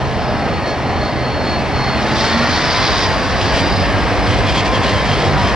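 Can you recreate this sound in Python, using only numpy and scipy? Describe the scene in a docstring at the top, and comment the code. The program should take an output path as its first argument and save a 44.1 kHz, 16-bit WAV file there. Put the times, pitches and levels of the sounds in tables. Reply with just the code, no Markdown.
"""A rail yard, where a freight train rolls slowly past two close microphone ports.
Two diesels idle, then speed up, the far one peaking first; both are sums of tones locked to a turning shaft.
The far one hums and whines; the near one throbs with pulses through a pipe, and its blower whistles.
Coloured noise makes the wheel rumble, the roar, the air hiss and the flange scrapes.
Short squeals are wheel rings driven by uneven slips."""
import sys
import numpy as np
from scipy import signal
from scipy.fft import rfft, irfft
from scipy.io import wavfile
from scipy.ndimage import uniform_filter1d

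SR = 44100
rng = np.random.default_rng(int(sys.argv[2]) if len(sys.argv) > 2 else 0)


def inscribe(sig):
    """Save sig as 16-bit PCM at rate SR to the path in sys.argv[1].

    A 1-D sig is mono; a 2-D sig holds one channel per row.
    Samples are clipped to [-1, 1] before scaling.
    """
    pcm = np.round(np.clip(np.atleast_2d(sig).T, -1, 1) * 32767)
    wavfile.write(sys.argv[1], SR, pcm.astype(np.int16))


N = 244755
TIME = np.arange(N) / SR
HZ = np.fft.rfftfreq(N, 1 / SR)

# rolling rumble, and the roar of fans and engines: (frequency [Hz], relative level [dB])
RUMBLE_COLOUR = [(20, -39), (32, -20), (39, 0), (46, -3.5), (70, 3), (120, 0), (180, -2), (260, -0.5),
                 (350, -3), (450, -3.5), (560, -2), (700, -0.5), (850, -4.5), (1100, -11.5), (1800, -41.5),
                 (6000, -71)]
ROAR_COLOUR = [(500, -26.5), (800, -8.5), (1020, -1), (1200, -0.5), (1450, -4), (1720, -1.5), (2050, -3),
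               (2500, -7.5), (3100, -10), (4000, -16), (6000, -25), (7600, -33.5), (9000, -29.5),
               (11000, -46)]
# the rumble grows a little as the train pulls
RUMBLE_DB, RUMBLE_PULL_DB = -19.5, 1.34
PULL_FROM_S, PULL_TO_S = 3.0, 3.4
# the roar grows, then eases
ROAR_IDLE_DB, ROAR_PEAK_DB, ROAR_SETTLED_DB = -26, -19.4, -21.5
ROAR_FROM_S, ROAR_TO_S, EASE_FROM_S, EASE_TO_S = 1.15, 2.6, 2.9, 3.35

# air hiss, and the faint fizz above it: (frequency [Hz], relative level [dB])
HISS_COLOUR = [(1500, -33), (2600, -12), (3300, 0), (4200, 3), (4800, 4), (5300, 1.5), (6000, -6.5),
               (6800, -14.5), (7600, -27), (8500, -20), (9400, -34.5), (10200, -47.5), (11000, -48)]
FIZZ_COLOUR = [(5500, -37), (7000, -5), (7600, -9), (8300, 0), (9400, -9.5), (10500, -23)]
HISS_IDLE_DB, HISS_LOADED_DB = -38, -33.5
FIZZ_IDLE_DB, FIZZ_LOADED_DB = -61.5, -52
# blasts of air on top of the hiss: (start [s], end [s], level [dB])
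AIR_BLASTS = [(1.75, 2.02, -38), (2.017, 2.16, -30.5), (2.162, 2.271, -23.5), (2.27, 2.493, -26.5),
              (2.493, 3.064, -22.5), (3.06, 3.88, -31)]
VALVE_S = .045  # time a valve takes to open or close

# flange scrape colour: (frequency [Hz], relative level [dB])
SCRAPE_COLOUR = [(1200, -35), (2200, -1.5), (2850, -1), (3100, -1.5), (3350, 1), (3600, -5.5), (4200, -4.5),
                 (4700, -4.5), (5300, -7.5), (5800, -11.5), (6500, -16.5), (8500, -20), (10500, -35)]
# flange scrapes: (middle [s], length [s], level [dB])
SCRAPES = [(.69, 0.077, -35), (1.05, .08, -38), (1.5, .11, -34.5), (2.24, 0.19, -28), (3.437, 0.075, -28),
           (3.571, 0.11, -23.5), (4.31, 0.12, -28), (4.394, 0.041, -29.5), (4.495, 0.076, -25),
           (4.583, 0.079, -22.5), (4.668, 0.04, -24.5), (4.758, 0.075, -27.5), (4.878, 0.12, -25.5),
           (4.982, 0.11, -32.5), (5.107, 0.13, -28.5), (5.232, 0.13, -28), (5.46, 0.18, -29.5)]
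# wheel squeals: (start [s], length [s], pitch at the bite [Hz], level [dB])
SQUEALS = [(4.264, 0.12, 3180, -31), (4.464, .06, 3385, -28.5), (4.558, .07, 3340, -24),
           (4.728, .065, 3260, -27.5), (4.823, .05, 3390, -29), (4.872, .06, 3110, -26.5),
           (4.93, .12, 3200, -29), (5.073, 0.12, 3180, -27.5), (5.195, .035, 3140, -31),
           (5.258, .04, 3320, -32), (5.387, .16, 3090, -31.5)]
# rings of the squealing wheel: (multiple of the squeal's pitch [ratio], level [dB])
WHEEL_RINGS = [(1, -.5), (1.33, -9), (1.62, -13), (1.95, -18)]
SQUEAL_HZ, SAG_S, BITE_S = 3125, .04, .008  # resting pitch, time to glide to it, attack
SLIP_HZ = 130  # how fast the slips vary

# governors: (idle, peak, settled [cycles/s], climb from, climb to, settle from, settle to [s])
FAR_GOVERNOR = (5.342, 6.9, 6.615, 1.83, 3.33, 3.5, 4.7)
NEAR_GOVERNOR = (5.11, 6.17, 6.06, 1.88, 4.9, 5.05, 5.8)
# the near engine takes up its load
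IDLE_LOAD, FULL_LOAD = 0.069, 0.97  # share of the loaded pipe sound, 0-1
LOAD_FROM_S, LOAD_TO_S = 2.55, 3.05

# far engine's hum: (multiple of the cycle rate [ratio])
FAR_HUM = [16, 24, 40]
# far engine's gear whine: (multiple of the cycle rate [ratio]), then (level [dB]) for each
GEAR_ORDERS = [158, 190.4, 236.8, 277, 317]
GEAR_DB = [-3.5, -10, -1.5, -9, -6.5]
# the car body booms as the hum climbs through its resonances: (frequency [Hz], gain [dB])
BODY = [(85, -7), (115, -8), (128, 0), (136, -7), (160, -10), (212, -5), (223, 2), (237, 2), (255, -6)]
# the engine hood muffles and rings as the gear tones climb past: (frequency [Hz], gain [dB])
HOOD = [(800, -2), (845, 1), (875, 5), (920, 4), (985, 2.5), (1030, 3.5), (1060, 1), (1085, -5), (1255, 0),
        (1300, -7), (1500, -4), (1700, 2), (2100, 1.5)]
# the lowest gear tone rings out late on: (middle [s], length [s], level [dB])
GEAR_SWELLS = [(4.8, .44, -29.5), (5.3, .65, -38)]
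# the hum dies away partway through the climb; hum and whine push harder under acceleration
HUM_IDLE_DB, HUM_FAST_DB, HUM_STRAIN_DB = -30.5, -47.5, 4.5
HUM_FADE_FROM_S, HUM_FADE_TO_S = 2.42, 2.75
WHINE_DB, WHINE_STRAIN_DB = -36.5, 7
CHATTER_DB = 1.5  # depth of the whine's chatter at full strain

# blower whistle
BLOWER_ORDER = 842  # multiple of the near engine's cycle rate
WHISTLE_IDLE_DB, WHISTLE_LOADED_DB = -44, -42
# the whistle swells now and then: (middle [s], length [s], level [dB])
WHISTLE_SWELLS = [(.56, .13, -41), (.69, .1, -34), (.93, .13, -39), (1.05, .11, -36), (1.32, .24, -36.5),
                  (1.52, .13, -27.5), (1.8, .14, -31.5), (1.93, .14, -30), (2.33, .22, -34),
                  (2.54, .2, -33), (3.75, .3, -37), (4.27, .083, -39), (5.47, .17, -45)]

# near engine's exhaust pipe, idling and under load: (frequency [Hz], relative level [dB])
PIPE_IDLE = [(30, -28), (45, -13), (60, -8), (68, -3), (80, -2), (95, 0), (110, -4), (170, 3), (300, 1.5),
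             (600, -8), (1500, -35), (6000, -90)]
PIPE_LOADED = [(30, -20), (45, -6), (54, 0), (57.5, 1), (59.5, 6), (61.5, 1), (70, -7), (82, -.5),
               (98, 1.5), (110, .5), (135, -3), (230, 1), (500, -8), (1500, -35), (6000, -90)]
# near engine's exhaust: (time [s], level [dB])
EXHAUST_LEVEL = [(0.2, -27), (0.92, -26), (1.3, -29), (2.18, -27), (2.59, -27.5), (3.0, -24.5),
                 (3.45, -23.5), (3.98, -19.8), (4.6, -21.3), (5.4, -20.7)]
# near engine's throb: (multiple of the cycle rate [ratio]), then (relative level [dB]) for each
THROB_ORDERS = [9, 10, 11, 12, 13, 14, 15, 16, 17, 18, 19]
THROB_DB = [-2, -2, -5, -13, -5, -5, -3, 2, -3.5, -4, -14]
# the throb swoops down once a cycle: the top multiple peaks first, each lower one a little later
SWOOP_START, SWOOP_LAG = .74, .078  # shares of the cycle
# near engine's shaft and gear tones: (multiple of the cycle rate [ratio], relative level [dB])
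NEAR_TONES = [(24, -15), (31, -18), (80, -16), (119, -14.5), (158, -13)]
TONES_IDLE_DB, TONES_LOADED_DB = -24, -21
# its lowest shaft tone drones late on: (middle [s], length [s], level [dB])
DRONE_SWELLS = [(5.29, 0.33, -28.5)]

# the two ports: (frequency [Hz], left lead [radians], left minus right [dB], likeness of diffuse sound [0-1])
PORTS = [(35, -1.6, 2.8, .86), (57, -1.45, 1.1, .85), (85, -1.16, -1.2, .8), (120, -.76, -2.9, .8),
         (170, -.36, -3.7, .87), (250, .06, -2.6, .96), (400, .1, -.2, .96), (700, -.08, 1.2, .95),
         (2100, -.32, .8, .91), (4500, -.69, -.9, .89), (5500, -.89, -2.3, .84), (7400, -2.1, -5, .4),
         (8500, -2.7, -2.4, .65), (10000, -3.2, -1.5, .65)]
EDGE_HZ = 10417  # top of the band


def gain_of(db):
    """Decibels to amplitude."""
    return 10 ** (np.asarray(db) / 20)


def evened(x):
    """Scales to rms 1."""
    return x / np.sqrt(np.mean(x ** 2) + 1e-20)


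def curves(rows):
    """Each column of a time table, sample by sample."""
    s, *columns = np.transpose(rows)
    return [np.interp(TIME, s, c) for c in columns]


def read(rows, hz):
    """Each column of a frequency table, on a log axis."""
    f, *columns = np.transpose(rows)
    return [np.interp(np.log(hz + 1), np.log(f + 1), c) for c in columns]


def colour(x, spectrum):
    """Filters by a spectrum in dB."""
    return irfft(rfft(x) * gain_of(read(spectrum, HZ)[0]), N)


def ramp(start, end):
    """A smooth step from 0 to 1 between two times."""
    u = np.clip((TIME - start) / max(end - start, 1e-3), 0, 1)
    return u * u * (3 - 2 * u)


def swells(rows, order=4):
    """Bursts, one for each row of middle, length and level; a lower order gives softer shoulders."""
    return sum(gain_of(db) * np.exp(-abs(2 * (TIME - s) / length) ** order) for s, length, db in rows)


def governed(idle, peak, settled, climb_from, climb_to, settle_from, settle_to):
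    """A speed or level that idles, climbs, overshoots and settles."""
    climb = (peak - idle) * ramp(climb_from, climb_to)
    return idle + climb + (settled - peak) * ramp(settle_from, settle_to)


def with_load(idle, loaded):
    """Moves from the idling value to the loaded one as the near engine takes up its load."""
    return idle + (loaded - idle) * ramp(LOAD_FROM_S, LOAD_TO_S)


def drift(rate_hz, size=1024):
    """Random wander of about rms 1, up to about the given rate."""
    coarse_s = np.linspace(0, N / SR, 4 * size)
    hz = np.fft.rfftfreq(len(coarse_s), coarse_s[1])
    spectrum = rfft(rng.standard_normal(len(coarse_s)))
    slow = irfft(spectrum * np.exp(-(hz / rate_hz) ** 2) * (hz > 0))
    return np.interp(TIME, coarse_s, evened(slow))


def noise(spectrum, patchy_db, size=1024):
    """Diffuse noise at both ports, partly alike, with drifting patches of colour."""
    hop = size // 4
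    hz = np.fft.rfftfreq(size, 1 / SR)
    a, b, c, d, patches = rng.standard_normal((5, N // hop + 5, len(hz)))
    patches = uniform_filter1d(patches, size=18, axis=0)  # smooth in time
    patches = evened(uniform_filter1d(patches, size=4, axis=1))  # smooth in frequency
    same = np.clip(read(PORTS, hz)[2], 0, 1)
    left = a + 1j * b
    right = same * left + np.sqrt(1 - same ** 2) * (c + 1j * d)
    frames = np.array([left, right]) * gain_of(patchy_db * patches)
    x = signal.istft(frames.swapaxes(1, 2), nperseg=size, noverlap=size - hop)[1][:, :N]
    return evened(colour(x, spectrum))


def tone(turns, order, blur, fade_db):
    """One multiple of a shaft's rate; moving air and shifting echoes smear it and make it fade in and out."""
    phase = 2 * np.pi * order * turns + blur * drift(11.8)
    return np.sqrt(2) * np.sin(phase) * gain_of(fade_db * drift(6.7))


def rolling():
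    """Wheels rumble on the rails under the roar of fans and engines, both as coloured noise."""
    rumble_db = RUMBLE_DB + RUMBLE_PULL_DB * ramp(PULL_FROM_S, PULL_TO_S)
    roar_db = governed(ROAR_IDLE_DB, ROAR_PEAK_DB, ROAR_SETTLED_DB,
                       ROAR_FROM_S, ROAR_TO_S, EASE_FROM_S, EASE_TO_S)
    rumble = gain_of(rumble_db + 0.085 * drift(5.0)) * noise(RUMBLE_COLOUR, patchy_db=1.17)
    roar = gain_of(roar_db + 0.36 * drift(30)) * noise(ROAR_COLOUR, patchy_db=1.7, size=2048)
    return rumble + roar


def air():
    """A sputtering hiss that follows the load, with blasts adding in power and a fizz above."""
    power = gain_of(with_load(HISS_IDLE_DB, HISS_LOADED_DB)) ** 2
    half = VALVE_S / 2
    for start, end, db in AIR_BLASTS:
        valve = ramp(start - half, start + half) - ramp(end - half, end + half)
        power = power + gain_of(db) ** 2 * np.maximum(valve, 0)
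    sputter_db = .7 * drift(35) + 1.1 * drift(180)
    hiss = np.sqrt(power) * gain_of(sputter_db) * noise(HISS_COLOUR, patchy_db=2.2)
    fizz = gain_of(with_load(FIZZ_IDLE_DB, FIZZ_LOADED_DB)) * noise(FIZZ_COLOUR, patchy_db=1.5)
    return hiss + fizz


def flanges():
    """Short rubs of flange on rail, chattering in the wheel's ringing band."""
    return swells(SCRAPES) * gain_of(1.63 * drift(110)) * noise(SCRAPE_COLOUR, patchy_db=2.0)


def squeals():
    """Each time a flange bites, uneven slips shake the wheel's rings as the pitch glides to rest."""
    grip, hz = np.zeros(N), np.full(N, float(SQUEAL_HZ))
    for start, length, bite_hz, db in SQUEALS:
        age = TIME - start
        glide_hz = SQUEAL_HZ + (bite_hz - SQUEAL_HZ) * np.exp(-(age / SAG_S) ** 2)
        hz = np.where(age > 0, glide_hz, hz)
        release = 1 - ramp(start + length / 2, start + length)
        grip += gain_of(db) * ramp(start, start + BITE_S) * release
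    angle = 2 * np.pi * np.cumsum(hz) / SR
    rings = np.zeros(N)
    for ratio, db in WHEEL_RINGS:
        # two independent wanders make a narrow band of noise around each ring
        shaken = drift(SLIP_HZ) * np.cos(ratio * angle) + drift(SLIP_HZ) * np.sin(ratio * angle)
        rings += gain_of(db) * shaken
    return grip * rings


def far_engine():
    """A low hum and a gear whine climb together, pushed and roughened while the engine strains to speed up."""
    speed = governed(*FAR_GOVERNOR)
    turns = np.cumsum(speed) / SR
    acceleration = np.maximum(np.gradient(speed), 0)
    strain = acceleration / acceleration.max()
    hum_fade_db = (HUM_FAST_DB - HUM_IDLE_DB) * ramp(HUM_FADE_FROM_S, HUM_FADE_TO_S)
    hum_db = HUM_IDLE_DB + HUM_STRAIN_DB * strain + hum_fade_db
    whine_db = WHINE_DB + WHINE_STRAIN_DB * strain
    hum, whine = np.zeros(N), np.zeros(N)
    for order in FAR_HUM:
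        boom_db = read(BODY, order * speed)[0]
        hum += gain_of(hum_db + boom_db) * tone(turns, order, blur=.8, fade_db=2.5)
    for order, db in zip(GEAR_ORDERS, GEAR_DB):
        hood_db = read(HOOD, order * speed)[0]
        blur = order / 220 * (1 + .6 * strain)
        whine += gain_of(whine_db + db + hood_db) * tone(turns, order, blur=blur, fade_db=2)
    ringing = swells(GEAR_SWELLS) * tone(turns, GEAR_ORDERS[0], blur=.3, fade_db=1.5)
    chatter = gain_of(CHATTER_DB * strain * drift(30))
    return hum + whine * chatter + ringing


def blower():
    """Geared to the near engine, the whistle wavers once a cycle as the crankshaft speeds and slows."""
    speed = governed(*NEAR_GOVERNOR)
    turns = np.cumsum(speed) / SR
    flutter = .004 * np.cos(2 * np.pi * (turns - .8)) + .001 * drift(25)
    shaft = np.cumsum(speed * (1 + flutter)) / SR
    clean = tone(shaft, BLOWER_ORDER, blur=.2, fade_db=.6)
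    breathy = tone(shaft, BLOWER_ORDER, blur=1.2, fade_db=.6) * drift(100)
    # a little breathy at first, then a cleaner note, then mostly broken up
    rough = .25 - .17 * ramp(1.05, 1.3) + .64 * ramp(2.0, 2.6)
    level = gain_of(with_load(WHISTLE_IDLE_DB, WHISTLE_LOADED_DB)) + swells(WHISTLE_SWELLS, order=3)
    return level * (np.sqrt(1 - rough) * clean + np.sqrt(rough) * breathy)


def near_engine():
    """Sixteen uneven exhaust beats and a swooping throb each cycle, through a pipe that booms under load."""
    turns = np.cumsum(governed(*NEAR_GOVERNOR)) / SR
    level_db = curves(EXHAUST_LEVEL)[0]
    load, tones_db = with_load(IDLE_LOAD, FULL_LOAD), with_load(TONES_IDLE_DB, TONES_LOADED_DB)

    firing = np.floor(16 * turns).astype(int)
    cylinder_db = 3 * rng.standard_normal(size=16)  # each cylinder keeps its own strength
    beat_db = cylinder_db[firing % len(cylinder_db)] + 2 * rng.standard_normal(N)
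    beats = np.diff(firing, prepend=0) * gain_of(beat_db)
    beats = evened(beats - beats.mean())

    throb = np.zeros(N)
    for order, db in zip(THROB_ORDERS, THROB_DB):
        swoop = np.pi * SWOOP_LAG * (THROB_ORDERS[-1] - order) ** 2
        throb += gain_of(db) * np.cos(2 * np.pi * order * (turns - SWOOP_START) + swoop)

    drive = evened(throb) * gain_of(.5 * drift(7)) + gain_of(10) * beats
    idling, loaded = evened(colour(drive, PIPE_IDLE)), evened(colour(drive, PIPE_LOADED))
    exhaust = (1 - load) * idling + load * loaded
    gears = sum(gain_of(db) * tone(turns, round(order), blur=.8, fade_db=3.5) for order, db in NEAR_TONES)
    drone = swells(DRONE_SWELLS) * tone(turns, NEAR_TONES[0][0], blur=.3, fade_db=1.5)
    return gain_of(level_db) * exhaust + gain_of(tones_db) * gears + drone


def scene():
    """Engines and squeals come from one direction; rumble, roar, hiss and scrapes are more diffuse."""
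    yard = rolling() + air() + flanges() + squeals() + far_engine() + blower() + near_engine()
    return yard * signal.windows.tukey(N, .001)  # very short fades at both ends


def record(dry):
    """The ports differ in phase and sensitivity; then the band limit."""
    lead, balance_db, _ = read(PORTS, np.fft.rfftfreq(2 * N, 1 / SR))
    side = np.array([[.5], [-.5]])  # left, right
    port_response = np.exp(1j * side * lead) * gain_of(side * balance_db)
    heard = irfft(rfft(dry, 2 * N) * port_response)[:, :N]
    lowpass = signal.firwin(511, EDGE_HZ, window=("kaiser", 9), fs=SR)
    return signal.oaconvolve(heard, lowpass[None], "same")


dry = scene()
out = record(dry)
inscribe(out)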